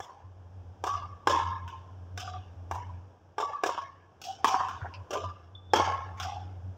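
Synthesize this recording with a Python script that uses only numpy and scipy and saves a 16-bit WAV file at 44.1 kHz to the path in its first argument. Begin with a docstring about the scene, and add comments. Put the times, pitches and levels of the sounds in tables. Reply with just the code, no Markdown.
"""A large sports hall with a badminton rally, heard from floor level behind the court.
Each stroke sums an air pulse, a knock, a frame ping, ringing strings and a crack of cork; ceiling and
walls throw back echoes, and a tail of sparse random reflections rings on. Shoes tap as clicks with one
resonance, squeak as wavering tones and once boom in the floor. Below lie a low, wavering harmonic hum
and shaped noise for the ventilation. Noise suppression turns the faintest sounds down furthest."""
import sys
import numpy as np
from scipy import signal
from scipy.fft import rfft, irfft, next_fast_len
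from scipy.io import wavfile
from scipy.ndimage import uniform_filter1d

SR = 44100
rng = np.random.default_rng(int(sys.argv[2]) if len(sys.argv) > 2 else 0)


def store_pcm(level_fs):
    """Save levels as 16-bit WAV."""
    pcm = np.round(np.clip(level_fs, -1, 1) * 32767).astype(np.int16)
    wavfile.write(sys.argv[1], SR, np.atleast_2d(pcm).T)


N = 298557

# Click spectrum of shoes on the court, tilted brighter for cork on strings:
# (frequency [Hz], relative level [dB])
CLICK_SPECTRUM = [(500, -5), (1500, 17.5), (2000, 0.5), (2800, 8), (3600, 2), (4200, -9.5), (5400, 3.5),
                  (7000, -4.5), (8500, -15.5), (9800, -22), (13000, -17.5), (16000, -19)]


def gain_of(db):
    """Turns decibels into an amplitude factor."""
    return 10 ** (np.asarray(db) / 20)


def evened(x):
    """Scales to rms 1."""
    return x / np.sqrt(np.mean(x ** 2) + 1e-20)


def sized(x, db):
    """Gives a short sound the energy of a hundredth of a second at this level."""
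    return gain_of(db) * x * np.sqrt(SR / 10 ** 2 / np.sum(x ** 2))


def read(points, hz):
    """Reads a table on a log-frequency axis."""
    f, value = np.transpose(points)
    return np.interp(np.log(hz + 1), np.log(f + 1), value)


def add(mix, s, sound):
    """Mixes a sound in at time s, in seconds."""
    part = mix[max(round(s * SR), 0):][:len(sound)]
    part += sound[:len(part)]


def noise(shape):
    """Noise of rms 1 whose amplitude spectrum follows shape(Hz)."""
    size = next_fast_len(N)
    spectrum = rfft(rng.standard_normal(size)) * shape(np.fft.rfftfreq(size, 1 / SR))
    return evened(irfft(spectrum, size)[:N])


def slow(rate_hz):
    """A random wander of rms 1, no faster than this rate."""
    return noise(lambda hz: hz < rate_hz)


def duller(x, hz):
    """Rolls the treble off gently, at 6 dB per octave."""
    return signal.lfilter(*signal.butter(1, min(hz, SR / 3), fs=SR), x)


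def click(spectrum, size=4096):
    """The shortest causal (minimum-phase) pulse with this spectrum."""
    log_gain = np.log(gain_of(read(spectrum, abs(np.fft.fftfreq(size, 1 / SR)))))
    return np.fft.ifft(np.exp(np.conj(signal.hilbert(log_gain)))).real


def mode(hz, t60, rise=0.00039, size=4096):
    """One dying vibration, set going over the time of contact; t60 and rise in seconds."""
    t = np.arange(size) / SR
    decay = np.exp(-np.log(1000) * t / t60)
    return np.sin(2 * np.pi * hz * t) * decay * (1 - np.exp(-t / rise))


def scatter(x, spread, share, rise=0.003):
    """Follows a sound with a spray of small copies that swells and quickly dies, energy unchanged."""
    t = np.arange(len(x)) / SR
    spray = rng.standard_normal(len(x)) * np.exp(-t / spread) * (1 - np.exp(-t / rise))
    spray *= share / np.linalg.norm(spray)
    spray[0] += 1  # the sound itself
    fade = np.minimum(10 * (1 - t / t[-1]), 1)  # over the last tenth
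    out = signal.fftconvolve(x, spray)[:len(x)] * fade
    return out * np.linalg.norm(x) / np.linalg.norm(out)


def ventilation(hum_hz=90.7, waver=0.03886, throb=0.33, throb_hz=9, rumble_db=-11):
    """A harmonic hum, unsteady in pitch and level, over duct rumble and a soft wash of air."""
    # harmonics of the hum: (multiple, relative level [dB])
    hum_orders = [(1, -8.5), (2, -26), (3, -26.5)]
    # duct noise around the hum: (frequency [Hz], relative density [dB per Hz])
    rumble_spectrum = [(20, -14), (45, -6.5), (75, -4), (90, 0), (115, -2.5), (160, -22.5), (400, -73)]
    # wash of air: (frequency [Hz], relative density [dB per Hz])
    air_spectrum = [(20, -2), (45, -20), (90, -4.5), (160, -11), (300, -5), (800, -5), (1200, -15),
                    (1620, -16.5), (1950, -28), (3300, -25.5), (4200, -39), (5400, -27), (7000, -36.5),
                    (9300, -50)]
    # hum and its rumble over time: (time [s], level [dB])
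    drone_level = [(0.0, -45), (0.07, -78), (0.22, -49.5), (0.71, -44.5), (0.77, -58), (0.81, -45.5),
                   (1.11, -42), (1.22, -50.5), (1.28, -38), (1.7, -41.5), (1.75, -46), (2.98, -41.5),
                   (3.13, -59), (4.26, -61.5), (4.86, -45), (4.92, -52), (5.02, -43.5), (5.07, -74),
                   (5.26, -36.5), (5.33, -53.5), (5.58, -49.5), (5.62, -52), (5.77, -41), (5.96, -42.5),
                   (6.69, -41.5), (6.77, -56)]
    # wash of air over time: (time [s], level [dB])
    air_level = [(0, -57), (.6, -51), (2.0, -50), (2.9, -49.5), (3.2, -54), (4.1, -54.5), (4.8, -46),
                 (5.6, -54), (6.1, -47.5), (6.77, -50)]

    t = np.arange(N) / SR
    turns = np.cumsum(hum_hz * (1 + waver * slow(14))) / SR
    harmonics = sum(gain_of(db) * np.sin(2 * np.pi * k * turns) for k, db in hum_orders)
    hum = evened(harmonics * (1 + throb * slow(throb_hz)))
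    rumble = noise(lambda hz: gain_of(read(rumble_spectrum, hz)))
    drone = hum + gain_of(rumble_db) * rumble
    air = noise(lambda hz: gain_of(read(air_spectrum, hz)))
    drone_gain = gain_of(np.interp(t, *np.transpose(drone_level)))
    air_gain = gain_of(np.interp(t, *np.transpose(air_level)))
    return drone * drone_gain + air * air_gain


def hall(x, early_db=-6, lumpy_db=1.0, grain_db=0.5, patchy_db=3.5):
    """Uneven sparse reflections, weaker until the far walls answer, each band dying at its own rate."""
    # reverberation: (frequency [Hz], time to fall 60 dB [s])
    decay_times = [(100, 0.24), (300, 0.85), (600, 0.65), (1000, 1.11), (1600, 1.09), (3200, 0.75),
                   (5500, 0.63), (7500, 0.49), (10000, 0.34), (16000, 0.32)]
    # colour of the reflections: (frequency [Hz], relative level [dB])
    colour = [(100, -16.5), (350, -5.5), (700, -2), (1100, -3.5), (2000, -4.5), (3200, 5), (5500, 2.5),
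              (12000, -5)]

    count = 3 * SR // 2
    t = np.arange(count) / SR
    before_walls = t < .023
    reflections = rng.standard_normal(count) * (rng.random(count) < .15)
    lumps = evened(uniform_filter1d(rng.standard_normal(count), size=400))
    grain = rng.standard_normal(count)
    reflections *= gain_of(lumpy_db * lumps + grain_db * grain + early_db * before_walls)
    hz, when, z = signal.stft(reflections, SR, nperseg=512)
    # interfering paths favour some narrow bands for a moment, then others
    patches = uniform_filter1d(rng.standard_normal(z.shape), size=3, axis=0)
    patches = evened(uniform_filter1d(patches, size=16, axis=1))
    colour_db = read(colour, hz)[:, None] + patchy_db * patches
    decay = np.exp(-np.log(1000) * when / read(decay_times, hz)[:, None])
    z = z * decay * gain_of(colour_db)
    tail = signal.istft(z, SR, nperseg=512)[1] / np.linalg.norm(reflections) * 4.99
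    return signal.fftconvolve(x, tail)


def lunge(s=4.82, hz=100, db=-30.5):
    """The sprung floor gives under a heavy step and booms for a few cycles."""
    out = np.zeros(N)
    add(out, s, sized(mode(hz, t60=0.06, rise=0.037, size=16384), db))
    return out


def court(squeak_hall_db=-10):
    """Taps as a click with one short resonance, and brief stick-slip squeaks of rubber."""
    # taps and thuds of shoes and shuttle: (time [s], click level [dB], resonance [Hz],
    # resonance level [dB], hall send [dB])
    tap_events = [(1.679, -42, 3050, -54.5, -1), (4.686, -37.5, 1454, -39, -1), (4.816, -64, 1460, -38, -7),
                  (4.847, -69.5, 755, -31.5, -30), (4.856, -56.5, 1560, -38, -10),
                  (4.939, -61, 2670, -42.5, -14.5), (4.939, -64, 4930, -47, -19),
                  (5.125, -52, 550, -30.5, 2), (5.163, -69.5, 420, -29.5, -5.5),
                  (6.175, -48.5, 2110, -53.5, 9.5), (6.2, -32.5, 3400, -40.5, -7.5),
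                  (6.232, -34, 5250, -39.5, -10)]
    # rubber soles: (time [s], length [s], pitch [Hz], level [dB])
    squeak_events = [(5.549, 0.022, 3500, -46), (5.698, 0.053, 3530, -58)]

    out, to_hall = np.zeros(N), np.zeros(N)
    for s, db, hz, mode_db, hall_db in tap_events:
        tap = sized(click(CLICK_SPECTRUM), db) + sized(mode(hz, t60=15 / hz), mode_db)
        add(out, s, scatter(tap, spread=0.017, share=1.55))
        add(to_hall, s, gain_of(hall_db) * tap)
    for s, length, hz, db in squeak_events:
        count = int(length * SR)
        # the pitch wavers as the sole sticks and slips
        slip = .022 * evened(uniform_filter1d(rng.standard_normal(SR), size=80))[:count]
        pressure = signal.windows.tukey(count) * np.linspace(1, 0, count)
        tone = np.sin(2 * np.pi * np.cumsum(hz * (1 + slip)) / SR)
        squeak = gain_of(db) * evened(tone * pressure)
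        add(out, s, squeak)
        add(to_hall, s, gain_of(squeak_hall_db) * squeak)
    return out + hall(to_hall)[:N]


def nearby(x, bounce_db=-5.5, spray_share=0.68):
    """The straight path, one bounce off a surface close to the microphone, and a spray from things around."""
    out = x.copy()
    add(out, .0025, gain_of(bounce_db) * x)
    return scatter(out, spread=0.0068, share=spray_share, rise=0.0029)


def echo(push, knock, ring, crack, lag, surface, edge_at_1s_hz=2500, dull_hz=1600, compact_share=1.0):
    """One return: a compact dull thud, ring and crack spread by the seating, air dulling longer paths."""
    push_db, knock_db, ring_db, crack_db = surface
    low_pass = signal.butter(4, dull_hz, fs=SR, output="sos")
    thud = signal.sosfilt(low_pass, gain_of(push_db) * push + gain_of(knock_db) * knock)
    edge_hz = edge_at_1s_hz / np.sqrt(lag)
    faded = duller(duller(crack, edge_hz), edge_hz)
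    return (scatter(thud, spread=0.0064, share=compact_share)
            + gain_of(ring_db) * scatter(ring, spread=0.028, share=1.23)
            + gain_of(crack_db) * scatter(faded, spread=0.012, share=5.4))


def rackets(straight_ring_db=-11, hall_ring_db=-1.5, ring_lag=0.025, straight_hz=8000, second_mode_db=-3):
    """Strings radiate along the court, so their ring arrives mostly by way of the walls."""
    # racket strokes: (time [s], push [Hz], push level [dB], knock [Hz], knock level [dB],
    # main string mode [Hz], second string mode [Hz], ring level [dB], crack level [dB], hall send [dB],
    # ceiling lag [s], side wall lag [s], far wall lag [s], echo send [dB])
    strokes = [(0.002, 543, -35, 1020, -41.5, 1040, 989, -41, -46.5, 2.5, 0.037, 0.094, 0.057, -5.5),
               (0.839, 539, -30, 970, -37, 1145, 1184, -27.5, -38, 5, 0.027, 0.035, 0.099, 4),
               (1.272, 404, -23, 967, -16, 1046, 925, -13, -24.5, 2, 0.021, 0.076, 0.12, -7),
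               (2.176, 525, -43, 1230, -40, 738, 1176, -33, -33.5, 1, 0.021, 0.1, 0.16, -0.5),
               (2.712, 550, -38.5, 924, -29, 974, 978, -37, -43, -0.5, .034, 0.044, 0.07, -1.5),
               (3.3818, 584, -26, 1025, -36, 1147, 1143, -28.5, -36.5, 3, 0.019, 0.044, 0.15, 1.5),
               (3.636, 476, -21, 1032, -23.5, 1094, 947, -28, -29, -1, 0.025, .0555, .1415, 0.5),
               (4.216, 478, -51.5, 720, -79, 761, 725, -39, -43.5, 10.5, 0.038, 0.058, 0.17, -0.5),
               (4.4446, 331, -28.5, 1027, -14, 1074, 760, -21, -26, 2, 0.031, 0.098, 0.16, -2.5),
               (5.107, 404, -37.5, 650, -37.5, 1187, 1015, -34, -38, 5, .024, 0.045, 0.13, 6.5),
               (5.735, 389, -21, 799, -15.5, 1079, 846, -19, -26, 4, 0.022, 0.063, 0.14, -1.5),
               (6.2, 513, -56.5, 1113, -41, 747, 810, -29.5, -40.5, 6, .032, 0.12, 0.16, -3)]
    # push of air from the racket face: (multiple of the push frequency, relative level [dB])
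    push_spectrum = [(.1, -51.5), (.45, -14.5), (.75, -1), (1.05, -1), (1.5, 5), (2.5, -16.5), (4, -47.5),
                     (6, -35), (12, -56)]
    # ping of the frame: (frequency [Hz], level over the mean of push and knock [dB])
    frame_modes = [(1400, -7.5), (1680, -7), (2200, -14.5)]
    # what each surface gives back: (push [dB], knock [dB], ring [dB], crack [dB])
    ceiling = (-3.5, -9.5, -12, -2)
    side_wall = (-8.5, 0, 0, -13)
    far_wall = (-38, -4, -2, -14.5)
    back_wall = (-36.5, -15, -8, -17.5)
    # the wall behind the microphone answers equally late wherever the player stands
    back_lag = .179

    out, rings = np.zeros(N), np.zeros(N)
    for (s, push_hz, push_db, knock_hz, knock_db, main_hz, second_hz, ring_db, crack_db, hall_db,
         ceiling_lag, side_lag, far_lag, echo_db) in strokes:
        push = sized(click([(k * push_hz, db) for k, db in push_spectrum]), push_db)
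        knock = sized(mode(knock_hz, t60=0.0099, rise=0.00086), knock_db)
        body_db = (push_db + knock_db) / 2
        frame = sum(sized(mode(hz, t60=0.015, rise=0.002), body_db + db) for hz, db in frame_modes)
        ring = sized(mode(main_hz, t60=.07, rise=.006), ring_db)
        ring = ring + sized(mode(second_hz, t60=.05, rise=.005), ring_db + second_mode_db)

        # dB per octave; a nearer player has a later ceiling echo and a brighter crack
        tilt_db = 4.5 + 234 * (ceiling_lag - .03)
        crack_spectrum = [(hz, db + tilt_db * np.log2(hz)) for hz, db in CLICK_SPECTRUM]
        crack = sized(click(crack_spectrum), crack_db)
        # the cork rattles over several strings
        rattle = duller(scatter(crack, spread=.0016, share=2.2, rise=.002), straight_hz)

        add(out, s, nearby(push + knock + frame + rattle + gain_of(straight_ring_db) * ring))
        add(out, s, gain_of(hall_db) * hall(push + knock + frame + crack))
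        add(rings, s + ring_lag, gain_of(hall_db + hall_ring_db) * ring)
        returns = [(ceiling_lag, ceiling), (side_lag, side_wall), (far_lag, far_wall), (back_lag, back_wall)]
        for lag, surface in returns:
            add(out, s + lag, gain_of(echo_db) * echo(push, knock, ring, crack, lag, surface))
    return out + hall(rings, lumpy_db=2.25, patchy_db=2.5)[:N]


def scene():
    """Ventilation, footwork and rackets in one hall."""
    return (rackets() + court() + lunge() + ventilation())[None]


def suppress(x, depth_db=5, over_db=13, knee_db=3):
    """Noise suppression: each band loses 0.75 x depth_db where it stands clear of its background, and up to
    1.75 x depth_db where it barely tops it."""
    z = signal.stft(x, SR, nperseg=1024, noverlap=768)[2]
    power = uniform_filter1d(abs(z) ** 2, size=3, axis=-1)
    power = uniform_filter1d(power, size=3, axis=-2)
    level = 10 * np.log10(power.clip(1e-20))
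    # the background is the lower quartile of the band's levels
    clear = level - np.percentile(level, 25, axis=-1, keepdims=True)
    # from 0.75 of the depth for clear sounds to 1.75 of it for the faintest
    z = z * gain_of(-abs(depth_db) * (2.5 - np.tanh((clear - over_db) / knee_db)) / 2)
    return signal.istft(z, SR, nperseg=1024, noverlap=768)[1][..., :N]


def record(dry, low_hz=55, edge_hz=15900):
    """The microphone's low cut, noise suppression above the bass, and the upper band limit."""
    x = signal.sosfilt(signal.butter(2, low_hz, "high", fs=SR, output="sos"), dry)
    bass = signal.sosfiltfilt(signal.butter(4, 170, fs=SR, output="sos"), x)
    x = bass + suppress(x - bass)
    band_limit = signal.firwin(511, edge_hz, window=("kaiser", 9), fs=SR)
    return signal.oaconvolve(x, band_limit[None], "same")


dry = scene()
out = record(dry)
store_pcm(out)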